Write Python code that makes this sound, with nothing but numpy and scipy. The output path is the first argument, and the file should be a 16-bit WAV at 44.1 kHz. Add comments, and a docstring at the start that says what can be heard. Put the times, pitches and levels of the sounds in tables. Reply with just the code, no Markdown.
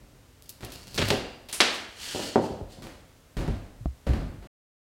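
"""Bare room: a hand saw works a drywall panel loose; its blade rasps, ticks and rings in the cut.
The panel tears free, its paper rips, its last strip snaps; it scrapes down and knocks on the floor.
Heavy steps carry it off; then the sound stops dead. Blows are pushes with dying grain showers, rubbing
is random grains under stroke pressure, sheets and boards are decaying modes. Most hits and the rubbing
have room echo; the low swings are dry, the close bump almost dry."""
import sys
import numpy as np
from scipy import signal
from scipy.fft import rfft, irfft
from scipy.io import wavfile
from scipy.ndimage import uniform_filter1d

SR = 44100
rng = np.random.default_rng(int(sys.argv[2]) if len(sys.argv) > 2 else 0)


def persist_wave(psi):
    """Save psi, clipped to +-1, as 16-bit WAV."""
    counts = np.round(np.clip(psi, -1, 1) * 32767).astype(np.int16)
    wavfile.write(sys.argv[1], SR, np.atleast_2d(counts).T)


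N = 220191

# footfalls on gritty floor: start_s, heel_db, heel_to_sole_s, sole_db, bass_db, treble_db
STEPS = [(.005, -55.5, 0.14, -63, -7, -25), (.607, -48, .03, -46.5, -17, 4),
         (2.823, -44.5, .046, -48, -17.5, 1.5), (3.368, -29, .11, -35, -2.5, -4),
         (4.067, -28, .068, -29, -1.5, -8.5), (4.426, -48, 0.14, -52, -14, -11.5)]
# saw teeth catch, crumbs break off; the row at 1.487 s is the facing paper starting to tear: start_s, level_db,
# crumbling_s, treble_db
TICKS = [(.422, -54, 0.041, 13), (0.493, -41.5, 0.0068, 22), (.648, -45, 0.0041, 5),
         (0.72, -44, 0.02, -2.5), (.949, -43, .02, 5), (1.081, -38, 0.021, -3), (1.487, -41, 0.032, -14.5),
         (2.822, -56, 0.0026, -16)]
# blade strokes in the cut: start_s, length_s, level_db
RASP_STROKES = [(.43, 0.11, -59), (.67, 0.49, -51.5), (.925, 0.18, -40)]
# gypsum core breaks: start_s, level_db, crumbling_s, treble_db
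CRACKS = [(.626, -42.5, 0.023, -21.5), (0.977, -29, 0.013, 7.5), (.981, -27, 0.013, 0),
          (1.0164, -29, 0.0044, -6.5), (1.024, -31, 0.0025, -8.5), (1.1033, -24, .003, 1),
          (1.604, -15, 0.0054, 1.5), (1.61, -22, 0.0066, -4.5)]
# weight comes down on the floorboards: start_s, level_db, contact_s
LOADS = [(.63, -33, 0.0083), (1.0, -37, 0.042), (2.51, -34, 0.021), (2.619, -30, 0.032),
         (3.376, -31, 0.072), (3.491, -21, 0.029), (3.808, -30, 0.0073), (3.865, -18.5, 0.016),
         (4.091, -9, 0.014)]
# panel knocks on wall and floor, jolts when carried: start_s, level_db, rattling_s, sheet_swing_db
KNOCKS = [(0.992, -31, .005, -22.5), (1.017, -37.5, .02, -18.5), (1.109, -24, 0.019, -22),
          (2.1483, -35, 0.00046, -37), (2.358, -17.5, 0.0056, -20.5), (2.388, -29, 0.011, -47),
          (2.44, -31.5, 0.0045, -41), (2.506, -37.5, .0018, -37), (2.612, -41, 0.0043, -36.5),
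          (2.784, -48, 0.0087, -49), (3.415, -36, 0.022, -28), (3.479, -33.5, 0.0055, -22),
          (4.069, -34, 0.011, -36)]
# facing paper rips: start_s, level_db, ripping_s, bass_db, treble_db
RIPS = [(1.527, -30, 0.037, 3, -6), (1.556, -49, 0.025, 3, 7.5)]
# panel edge scrapes, lowered and dragged: start_s, length_s, level_db
SLIDE_STROKES = [(1.66, 0.09, -39), (1.82, .12, -57.5), (1.93, 0.35, -39.5), (2.37, 0.073, -42.5),
                 (2.66, 0.063, -47)]
# panel foot judders over the floor: start_s, length_s, level_db
JUDDER_STROKES = [(2.14, 0.074, -41.5), (2.72, 0.13, -58)]
# soft bump close to the microphone: start_s, level_db, shower_decay_s, bass_db, treble_db
BUMPS = [(3.858, -26.5, 0.0016, 1, 16)]

# spectra, each: freq_hz, relative_density_db
AIR_SPECTRUM = [(15, -30.5), (25, -6.5), (53, -0.5), (102, -4.5), (137, -6.5), (217, -18.5), (256, -8.5),
                (309, -17), (476, -16.5), (818, -21.5), (1400, -24), (7920, -31), (16000, -37.5)]
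STEP_SPECTRUM = [(26, -5.5), (45, 1.5), (65, -4.5), (187, -9.5), (271, -12), (329, -13.5), (432, -22.5),
                 (552, -21.5), (948, -30), (1750, -31), (3750, -36), (4140, -34), (5840, -40),
                 (9550, -43.5), (16000, -50.5)]
TICK_SPECTRUM = [(100, -21), (600, -8), (1500, -16), (2800, -3), (4400, 0), (6000, -5.5), (9000, -6.5),
                 (12500, -6.5), (16000, -12.5)]
BLADE_SPECTRUM = [(100, 9.5), (500, -1.5), (1200, -9.5), (2200, -10.5), (2900, -5), (3600, -9), (4450, 0),
                  (5500, -6.5), (9000, -11.5), (16000, -17.5)]
CRACK_SPECTRUM = [(40, -27), (130, -13), (220, 4.5), (550, 0.5), (950, -3.5), (1800, 0), (3000, 0),
                  (4200, -0.5), (5500, -7), (8000, -15), (12000, -26), (16000, -38.5)]
KNOCK_SPECTRUM = [(40, -39), (100, -16.5), (170, -3.5), (240, 3.5), (300, -0.5), (420, 0.5), (600, -1),
                  (720, -4), (900, -7.5), (1100, -16), (1600, -22.5), (2500, -36.5), (6000, -55),
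                  (16000, -77.5)]
PAPER_SPECTRUM = [(100, -18), (300, -9), (1200, -11), (3000, -3.5), (6500, -2), (8500, 0.5), (9900, 4.5),
                  (11500, -5.5), (16000, -16)]
EDGE_SPECTRUM = [(120, -7.5), (280, -7), (800, -11.5), (1700, -4.5), (2300, -6.5), (3000, 1.5),
                 (3800, -3.5), (4400, 1), (5200, -3.5), (8200, -7.5), (11000, -14.5), (16000, -22.5)]
BUMP_SPECTRUM = [(30, 8), (130, 2.5), (300, -0.5), (480, -22.5), (680, -4), (900, -24), (1150, -18),
                 (1600, -35.5), (3000, -45), (16000, -87)]

# mode clusters of the saw blade: center_hz, width_hz, relative_db, t60_s
STEEL_MODES = [(2750, 250, 4.5, 0.73), (4800, 190, -0.5, 1)]
# mode clusters of the panel: center_hz, width_hz, relative_db, t60_s
PANEL_MODES = [(291.3, 36, 0.5, 0.68), (378, 22, 4, 0.23), (508, 55, 3.5, 0.53), (687, 15, -1.5, 0.73),
               (761.4, 15, -1.5, 0.12), (879, 20, -8.5, 0.31)]
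# low swings of the floorboards: freq_hz, relative_db, t60_s
BOARD_MODES = [(42.3, -17, 0.55), (65.6, 6.5, 0.17), (111.7, 4.5, 0.17)]
# low swings of the whole sheet: freq_hz, relative_db, t60_s
SHEET_MODES = [(101, -2, 0.4), (139, -3.5, 0.19), (231, 0.55, 0.25)]
# room decay: freq_hz, t60_s
ROOM_DECAY = [(50, 0.82), (120, 0.87), (260, 0.54), (700, 0.78), (1800, 0.71), (4500, 0.58), (8000, 0.51),
              (15000, 0.28)]
# first reflections: delay_s, gain (ratio)
REFLECTIONS = [(.0021, 0.27), (.0052, 0.33), (.0068, 0.31), (.0094, 0.17), (0.0145, .3), (0.0223, 0.39),
               (.0331, 0.23)]

BLADE_OUT_S, OFF_S = 1.3, 4.473
FIRM_DB = -26.5  # level of a firm knock


def amp(db):
    """Decibels to gain."""
    return 10 ** (np.asarray(db) / 20)


def unit(x):
    """Scales to rms 1."""
    return x / np.sqrt(np.mean(x ** 2) + 1e-20)


def read(points, hz):
    """Interpolates a table on a log-frequency axis."""
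    f, value = np.transpose(points)
    return np.interp(np.log(hz + 1), np.log(f + 1), value)


def add(mix, start_s, sound):
    """Mixes a sound in at start_s."""
    part = mix[max(round(start_s * SR), 0):][:len(sound)]
    part += sound[:len(part)]


def colour(spectrum, bass_db=0, treble_db=0, bass_hz=450, treble_hz=3600, size=8192):
    """Causal impulse response of energy 1: spectrum plus bass and treble shelves."""
    hz = abs(np.fft.fftfreq(size, 1 / SR))
    db = read(spectrum, hz)
    db = db + bass_db / (1 + (hz / bass_hz) ** 2) ** 2
    db = db + treble_db * hz ** 2 / (hz ** 2 + treble_hz ** 2)
    minimum_phase = np.exp(np.conj(signal.hilbert(np.log(amp(db)))))
    response = np.fft.ifft(minimum_phase).real[:size // 2]
    return response / np.linalg.norm(response)


def through(x, response):
    """Convolves, keeping the scene's length."""
    return signal.oaconvolve(x, response)[:N]


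def tail(build_s):
    """One second of dense room echo, energy 1; each band dies at its own speed."""
    hz, t, z = signal.stft(rng.standard_normal(SR), SR, nperseg=256)
    decay = np.exp(-np.log(1000) * t / read(ROOM_DECAY, hz)[:, None])
    echo = signal.istft(z * decay, SR, nperseg=256)[1][:SR]
    echo *= 1 - np.exp(-np.arange(SR) / SR / build_s)
    return echo / np.linalg.norm(echo)


def walls(early_db):
    """Direct sound and its first reflections."""
    response = np.zeros(SR // 20)
    response[0] = 1
    for delay_s, gain in REFLECTIONS:
        # the short window dulls the top octave
        add(response, delay_s, amp(early_db) * gain * signal.windows.hann(5) / 2)
    return response


def room(x, wet_db):
    """Adds the room's echo to a running sound."""
    return x + amp(wet_db) * through(x, tail(build_s=.008))


def shower(t, length_s, grains_per_s, grain_db, smooth_bins=41):
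    """One sharp push and a dying shower of grains, spectrally flattened, energy 1."""
    grains = rng.standard_normal(len(t)) * amp(grain_db * rng.standard_normal(len(t)))
    grains *= np.exp(-t / length_s)
    # grain energy relative to the push grows with length
    force = grains / np.linalg.norm(grains) * np.sqrt(grains_per_s * length_s)
    force[0] += 1
    z = rfft(force, 2 * len(t))
    force = irfft(z / np.sqrt(uniform_filter1d(abs(z) ** 2, smooth_bins)))[:len(t)]
    return force / np.linalg.norm(force)


def blows(rows, spectrum, grains_per_s, grain_db, bass_hz, wet_db, early_db):
    """Grain showers through a body's colour; level is blow energy spread over 20 ms."""
    out, t = np.zeros(N), np.arange(SR // 4) / SR
    for start_s, level_db, length_s, bass_db, treble_db in rows:
        sound = amp(wet_db) * tail(0.0017 + length_s)  # fresh echo per blow
        direct = shower(t, length_s, grains_per_s, grain_db)
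        add(sound, 0, signal.fftconvolve(direct, walls(early_db)))
        body = colour(spectrum, bass_db, treble_db, bass_hz)
        body = amp(level_db) * np.sqrt(SR / 50) * body
        add(out, start_s, signal.fftconvolve(sound, body))
    return out


def strokes(rows, attack_s, release_s):
    """Rubbing pressure: each stroke swells, holds and lets go."""
    pressure = np.zeros(N)
    for start_s, length_s, level_db in rows:
        t = np.arange(N) / SR - start_s
        swell = np.clip(t / attack_s, 0, 1) ** 2
        release = np.exp(-np.maximum(t - length_s, 0) / release_s)
        pressure += amp(level_db) * swell * release
    return pressure


def friction(pressure, spectrum, per_s, grain_db, judder_db):
    """Gypsum grains shear off at random, in clumps as the contact sticks and slips."""
    sizes = amp(grain_db * np.minimum(rng.exponential(1, N), 4)) * rng.choice([-1, 1], N)
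    clumps = amp(judder_db * unit(uniform_filter1d(rng.standard_normal(N), size=300)))
    grains = unit(sizes * clumps * (rng.random(N) < per_s / SR))
    return through(grains * pressure, colour(spectrum))


def ring(force, modes, ring_db):
    """A sheet rings on in clusters of close modes after whatever shakes it."""
    t, response = np.arange(SR) / SR, 0
    for hz, width_hz, db, t60_s in modes:
        edges_hz = [hz - width_hz / 2, hz + width_hz / 2]
        band = signal.butter(2, edges_hz, "band", fs=SR, output="sos")
        cluster = signal.sosfilt(band, rng.standard_normal(2 * SR))[SR:]
        response += amp(db) * unit(cluster * np.exp(-np.log(1000) * t / t60_s))
    return amp(ring_db) * through(force, response / np.linalg.norm(response))


def swings(pushes, modes, focus, rise_s=0.0024):
    """A push bends a board; modes with period near the contact time swing most."""
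    out, t = np.zeros(N), np.arange(SR) / SR
    hz, mode_db, t60_s = np.transpose(modes)[:, :, None]
    envelope = np.exp(-np.log(1000) * t / t60_s) * (1 - np.exp(-t / rise_s))
    waves = -envelope * np.sin(2 * np.pi * hz * t)
    for start_s, level_db, contact_s in pushes:
        share = amp(mode_db) * (hz * contact_s * np.exp(-hz * contact_s)) ** focus
        add(out, start_s, amp(level_db) * (share * waves).sum(0) / np.linalg.norm(share))
    return out


def room_air():
    """Steady room noise: coloured Gaussian noise at -55.5 dB rms."""
    return amp(-55.5) * unit(through(rng.standard_normal(N), colour(AIR_SPECTRUM)))


def footsteps():
    """Heel lands, foot rolls, sole slaps down, grit settles under the weight."""
    rows = []
    for start_s, heel_db, gap_s, sole_db, bass_db, treble_db in STEPS:
        sole_s = start_s + gap_s
        rows += [(start_s, heel_db, 0.014, bass_db, treble_db),
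                 (start_s + .017, heel_db - 1.5, 0.56 * gap_s, bass_db, treble_db),
                 (sole_s, sole_db, 0.0046, bass_db, treble_db - 1.5),  # duller sole
                 (sole_s + .028, sole_db - 5.5, .055, bass_db, treble_db)]
    return blows(rows, STEP_SPECTRUM, grains_per_s=2200, grain_db=8.5, bass_hz=305,
                 wet_db=-0.5, early_db=-3.5)


def saw_ticks():
    """Teeth catch and crumbs break off, and the facing paper starts to tear; ticks vary in strength, length and
    treble only."""
    rows = [(start_s, db, length_s, -1.5, treble_db) for start_s, db, length_s, treble_db in TICKS]
    return blows(rows, TICK_SPECTRUM, grains_per_s=1200, grain_db=8, bass_hz=450,
                 wet_db=-11, early_db=-14)


def saw_rasp():
    """The blade rubs gypsum grains loose in the cut."""
    pressure = strokes(RASP_STROKES, attack_s=.03, release_s=.018)
    return friction(pressure, BLADE_SPECTRUM, per_s=1200, grain_db=5, judder_db=3)


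def core_cracks():
    """The core breaks: full while the wall holds the panel, thin once it hangs free."""
    rows = []
    for start_s, level_db, length_s, treble_db in CRACKS:
        bass_db = 8 if start_s < BLADE_OUT_S else -12
        rows.append((start_s, level_db, length_s, bass_db, treble_db))
    return blows(rows, CRACK_SPECTRUM, grains_per_s=1900, grain_db=12.5, bass_hz=260,
                 wet_db=-5, early_db=-11)


def floor_thuds():
    """Weight bends the floorboards and they swing back."""
    return swings(LOADS, BOARD_MODES, focus=6.0)


def panel_knocks():
    """Hard knocks are bright, soft ones dull: the shelves follow the level."""
    rows = []
    for start_s, level_db, length_s, _ in KNOCKS:
        bass_db = 1.5 * max(FIRM_DB - level_db, 0)
        treble_db = 1.4 * (level_db - FIRM_DB)
        rows.append((start_s, level_db, length_s, bass_db, treble_db))
    return blows(rows, KNOCK_SPECTRUM, grains_per_s=210, grain_db=-3, bass_hz=330,
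                 wet_db=-7.5, early_db=-0.5)


def sheet_swings():
    """Each knock bends the whole sheet; contact time doubles per 24 dB drop."""
    pushes = [(start_s, swing_db, 0.0064 * 2 ** ((FIRM_DB - level_db) / 24))
              for start_s, level_db, _, swing_db in KNOCKS]
    return swings(pushes, SHEET_MODES, focus=4.9)


def paper_rips():
    """Facing paper tears in short, bright grain showers."""
    return blows(RIPS, PAPER_SPECTRUM, grains_per_s=2500, grain_db=2, bass_hz=450,
                 wet_db=-6.5, early_db=-7.5)


def edge_slide():
    """The panel's edge scrapes in a dense stream of grains."""
    pressure = strokes(SLIDE_STROKES, attack_s=0.094, release_s=0.021)
    return friction(pressure, EDGE_SPECTRUM, per_s=5500, grain_db=0.0, judder_db=-1.2)


def foot_judder():
    """The panel's foot judders over the floor in sparse, uneven grains."""
    pressure = strokes(JUDDER_STROKES, attack_s=0.013, release_s=0.019)
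    return friction(pressure, KNOCK_SPECTRUM, per_s=600, grain_db=9.0, judder_db=-2.0)


def close_bump():
    """A soft bump near the microphone, almost without room."""
    return blows(BUMPS, BUMP_SPECTRUM, grains_per_s=20, grain_db=3, bass_hz=450,
                 wet_db=-32, early_db=-30)


def scene():
    """Mixes all sources, the same in both channels."""
    air, steps, ticks, rasp = room_air(), footsteps(), saw_ticks(), saw_rasp()
    cracks, knocks = core_cracks(), panel_knocks()
    slide, judder = edge_slide(), foot_judder()
    # cracks shake blade and panel while the blade is in the cut
    jolts = cracks * (np.arange(N) < BLADE_OUT_S * SR)
    blade_ring = ring(ticks + rasp + jolts, STEEL_MODES, ring_db=-21.5)
    panel_ring = ring(knocks + judder + jolts, PANEL_MODES, ring_db=-25)
    thuds = floor_thuds() + sheet_swings()
    hits = steps + ticks + cracks + knocks + paper_rips() + close_bump() + thuds
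    rubbing = room(rasp + slide + judder, wet_db=-2)
    mono = hits + blade_ring + panel_ring + rubbing + air
    return np.array([mono, mono])


def record(dry):
    """Microphone: 24 Hz high-pass, rounded peaks, dead stop at OFF_S, 16.2 kHz low-pass."""
    x = signal.sosfilt(signal.butter(2, 24, "high", fs=SR, output="sos"), dry)
    x = 1.3 * np.tanh(x / 1.3)
    x = x * (np.arange(N) < OFF_S * SR)
    low_pass = signal.firwin(511, 16200, window=("kaiser", 9), fs=SR)
    return signal.oaconvolve(x, low_pass[None], "same")


dry = scene()
out = record(dry)
persist_wave(out)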